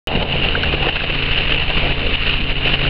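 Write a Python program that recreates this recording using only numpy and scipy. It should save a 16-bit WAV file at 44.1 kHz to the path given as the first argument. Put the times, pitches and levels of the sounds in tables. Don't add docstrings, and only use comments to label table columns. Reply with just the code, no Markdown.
import sys
import numpy as np
from scipy import signal
from scipy.fft import rfft, irfft, next_fast_len
from scipy.io import wavfile
from scipy.ndimage import uniform_filter1d, map_coordinates

SR = 44100
rng = np.random.default_rng(int(sys.argv[2]) if len(sys.argv) > 2 else 0)


def boost(x):
    u = np.asarray(x, float) / 20
    return 10 ** u


def generate_wav(signal):
    frames = np.transpose(np.atleast_2d(signal))
    scaled = np.clip(frames, -1, 1) * 32767
    pcm = np.round(scaled).astype(np.int16)
    wavfile.write(sys.argv[1], SR, pcm)


N = 127449
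T = np.arange(N) / SR
MAIN_RATIO, TAIL_RATIO = .0998, .5945


def unit(x):
    return x / np.sqrt(np.mean(x ** 2) + 1e-20)


def wobble(rate):
    return map_coordinates(rng.standard_normal(int(N * rate / SR) + 4), [T * rate])


def rush(spectrum, patchy_db, peaks=()):
    z = signal.stft(rng.standard_normal(N + 1024), nperseg=512)[2]
    patches = uniform_filter1d(rng.standard_normal(z.shape), size=6, axis=0)
    patches = uniform_filter1d(patches, size=10, axis=1)
    x = signal.istft(z * boost(patchy_db * unit(patches)), nperseg=512)[1]
    hz = np.fft.rfftfreq(len(x), 1 / SR)
    points_hz, points_db = np.transpose(spectrum)
    db = np.interp(np.log(hz + 1), np.log(points_hz + 1), points_db, left=-120, right=-120)
    db = db + sum(gain * np.exp(-((hz - centre) / width) ** 2) for centre, width, gain in peaks)
    return unit(irfft(rfft(x) * boost(db), len(x))[:N])


def rings(s, db, hz, t60, rise, glide=0):
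    t, out = np.arange(SR // 20) / SR, np.zeros(N + SR)
    decay = boost(db - 60 * t / t60)
    tone = np.sin(2 * np.pi * hz * t * (1 + glide * (t / 2 - rise)))
    onset = 1 - np.exp(-t / rise)
    np.add.at(out, np.round(s * SR).astype(int) + np.arange(len(t)), decay * tone * onset)
    return out[:N]


def per_pass(passes):
    whole = np.floor(passes).astype(int)
    return rng.standard_normal(64)[whole - whole.min()]


def drone(cycles, multiples, levels_db):
    total = 0
    for multiple, db in zip(multiples, levels_db):
        level = boost(db + 1 + 1.8 * wobble(4.8))
        phase = 2 * np.pi * (multiple * cycles + rng.random())
        total = total + level * np.sin(phase + .35 * wobble(9))
    return total


# time in seconds, firing rate as
# heard in Hz.
FIRING = [
    (0, 136.8),
    (.8, 136.5),
    (1.6, 135.4),
    (2.9, 134.7),
]


def firings():
    push_at_s = 2.129
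    count = np.cumsum(np.interp(T, *np.transpose(FIRING))) / SR
    return count - count[round(push_at_s * SR)]


# time in seconds, level in dB.
THUMP = [
    (0, -22),
    (1.0, -21.5),
    (1.9, -17.5),
    (2.9, -18),
]


def main_rotor(passes):
    push_s, suck_s, suck_lag_s, suck = .0046, .007, .021, .58
    period = 1 / (MAIN_RATIO * FIRING[2][1])
    s = ((passes + 0.33) % 1 - .35) * period
    push = np.exp(-.5 * (s / push_s) ** 2)
    suction = suck * np.exp(-.5 * ((s - suck_lag_s) / suck_s) ** 2)
    pulse = (push - suction) * boost(1.1 * per_pass(passes + 0.38))
    level_db = np.interp(T, *np.transpose(THUMP))
    return boost(level_db) * unit(pulse - uniform_filter1d(pulse, size=SR // 10))


# start in seconds, peak level in dB.
POPS = [(0.071, -17), (0.172, -8), (0.356, -7.5), (0.433, -19.5), (0.576, -10), (0.738, -5), (0.809, -11.5),
        (0.869, -7), (1.905, -25.5), (1.977, -17.5), (2.123, -18.5), (2.659, -11)]


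def pops():
    s, db = np.array(POPS).T[:, :, None]
    hz = 460 * (1 + 0.04 * rng.standard_normal(s.shape))
    return -rings(s, db + 4, hz, t60=.016, rise=.0011)


TAIL_DB = [-29.5, -37, -42, -49.5, -45.5, -43.5]


def tail_rotor(tail):
    return drone(tail, np.arange(len(TAIL_DB)) + 1, TAIL_DB)


ENGINE_THIRDS = [3, 6, 7, 9, 10, 5]
ENGINE_DB = [-30.5, -38.5, -43, -40, -42, -48]


def engine(fired):
    return drone(fired, np.divide(ENGINE_THIRDS, 3), ENGINE_DB)


# start in seconds, peak level in dB.
SLAPS = [(0.0768, -19.5), (0.1522, -9), (0.2243, -9.5), (0.397, -8), (0.4394, -12), (0.4862, -14.5),
         (0.595, -13), (0.7252, -6), (0.738, -11), (0.8859, -6.5), (0.9556, -3.5), (1.036, -3),
         (1.1448, -7.5), (1.2241, -6), (1.3096, -7.5), (1.3741, -5), (1.4755, -11), (1.701, -7),
         (1.769, -6), (1.9215, -20.5), (2.1385, -10), (2.2235, -6.5), (2.2915, -6), (2.333, -11),
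         (2.511, -13.5), (2.6703, -9.5), (2.7362, -3)]


def slaps():
    rise_s, fall_s = .002, .0067
    start, db = np.array(SLAPS).T
    after = np.maximum(T - start[:, None], 0)
    return boost(db - 13) @ (np.exp(-after / fall_s) * (1 - np.exp(-after / rise_s)))


# frequency in Hz, density in dB per Hz.
HIGH_ROAR = [(600, -39), (950, -14), (2110, -8.5), (2860, 0), (3300, -10.5), (3990, -14.5), (5280, -21.5),
             (6600, -38)]
# centre in Hz, width in Hz, gain in dB.
CAVITY = [
    (2860, 420, 2.5),
    (3307, 93, -5),
]
# frequency in Hz, density in dB per Hz.
LOW_ROAR = [(90, -9), (150, 4), (300, -3), (480, -0.5), (750, -1), (1100, -12.5), (1600, -23)]


def roar(passes, tail, level_db, low_db):
    u = passes - .34
    swish_db = 2 * (u % 1 - .5) * (1 + .35 * per_pass(u))
    swish_db = uniform_filter1d(swish_db, size=200)
    flutter = 1 + .11 * np.sin(2 * np.pi * tail) + .12 * np.sin(4 * np.pi * tail)
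    drift_db, grit_db = .9 * wobble(25.214), 2 * wobble(170)
    body = boost(level_db + swish_db + drift_db + grit_db) * flutter
    noise = rush(HIGH_ROAR, 1.0, CAVITY) + boost(low_db) * rush(LOW_ROAR, 2.6)
    return (body + slaps()) * noise


# start in seconds, peak level in dB, frequency in Hz.
TICKS = [
    (0.552, -6, 1460),
    (0.6349, -10, 1500),
    (0.7826, -19.5, 1630),
    (0.886, -15, 1670),
    (0.9657, -14, 1500),
    (1.0056, -12.5, 1560),
    (1.3887, -27, 1570),
    (2.8505, -14, 1420),
]


def ticks():
    s, db, hz = np.array(TICKS).T[:, :, None]
    return rings(s, db + 6, hz, t60=.018, rise=.0016, glide=30)


# start in seconds, level in dB, frequency in Hz.
CRACKS = [(.487, -3, 3000), (.632, -4, 2900), (.634, -11, 5500), (.634, -12, 4300), (.868, -26, 5900),
          (.888, -3, 2800), (1.315, -22, 5000), (1.702, -3, 2800), (2.14, -4, 2700), (2.295, -6, 2900),
          (2.296, -20, 5200), (2.669, -5, 2700), (2.67, -17, 5400)]


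def cracks():
    return rings(*np.array(CRACKS).T[:, :, None], t60=.011, rise=.0005)


# centre in seconds, half length in seconds, swell in dB.
GUSTS = [
    (0.086, .04, 9),
    (0.202, .05, 7),
    (.73, 0.083, 9.5),
    (0.808, 0.06, 8),
    (1.636, 0.043, 7.5),
    (2.075, 0.12, 2.5),
    (2.671, .06, 3.5),
]
# frequency in Hz, density in dB per Hz.
RUMBLE = [(8, -6), (28, 0), (60, -7), (110, -13), (200, -22), (300, -40)]


def wind():
    gust_db = sum(db * np.exp(-((T - s) / half) ** 2) for s, half, db in GUSTS)
    return boost(-32 + gust_db + 3 * wobble(9)) * rush(RUMBLE, 1.5)


# time in seconds, roar in dB, engine drone in dB, low roar in dB over the roar.
FLIGHT = [(.08, -24, -6, 0.5), (0.298, -24, 5, -1.5), (.45, -22.5, 1.5, -5), (0.649, -23.5, -0.5, -4.5),
          (0.852, -20.5, 1.5, -2), (1.001, -22, -6, -8), (1.2, -21.5, 1, -10.5), (1.4, -22, -1.5, -12),
          (1.55, -22.5, 1.5, -7), (1.7, -24, -6, -5.5), (1.901, -22.5, 3, -4), (2.1, -22, 0.5, -9),
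          (2.299, -19.5, 2, -12), (2.499, -24.5, -1, -8.5), (2.7, -19.5, 5, -10), (2.89, -19, 7, -7.5)]


def scene():
    s, *columns = np.transpose(FLIGHT)
    roar_db, engine_db, low_db = [np.interp(T, s, column) for column in columns]
    fired = firings()
    passes, tail = fired * MAIN_RATIO, fired * TAIL_RATIO
    rotors = main_rotor(passes) + pops() + tail_rotor(tail)
    power = boost(engine_db) * engine(fired) + roar(passes, tail, roar_db, low_db)
    return (rotors + power + ticks() + cracks() + wind())[None]


# start in seconds, depth in dB.
DUCKS = [(0.084, 4), (.232, 5.5), (0.751, 1.5), (.895, 2), (.972, 2.5), (1.285, -1.5), (1.714, -0.5),
         (1.928, 4.5), (2.16, 5), (2.365, 3), (2.528, 3.5), (2.755, 5)]


def gain_control(x):
    hold_s, release_s = .02, .052
    s, depth_db = np.array(DUCKS).T[:, :, None]
    recovery = np.exp(-np.maximum(T - s - hold_s, 0) / release_s)
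    duck_db = np.sum(depth_db * (T > s) * recovery, axis=0)
    return x * boost(1.0 - uniform_filter1d(duck_db, size=300))


def microphone_band(x):
    size = next_fast_len(N + 8192)
    hz = np.fft.rfftfreq(size, 1 / SR)
    low_cut = hz / np.hypot(hz, 15)
    treble = boost(-13.5 * np.maximum(hz - 4005, 0) / 1000)
    top = np.clip((6500 - hz) / 500, 0, 1) ** 2
    return irfft(rfft(x, size) * (low_cut * treble * top), size)[:, :N]


def band_limit(x):
    return signal.sosfilt(signal.butter(12, 16000, fs=SR, output="sos"), x)


def record(dry):
    start_s, ceiling = .0722, .85
    x = gain_control(dry)
    x = x / (1 + (x / ceiling) ** 4) ** .25
    x = microphone_band(x)
    x = x * np.clip((T[-1] - T) / .003, .8, 1)
    x = x + boost(-13) * np.exp(-np.abs(T - start_s) / .0002)
    return band_limit(x * (T > start_s))


dry = scene()
out = record(dry)
generate_wav(out)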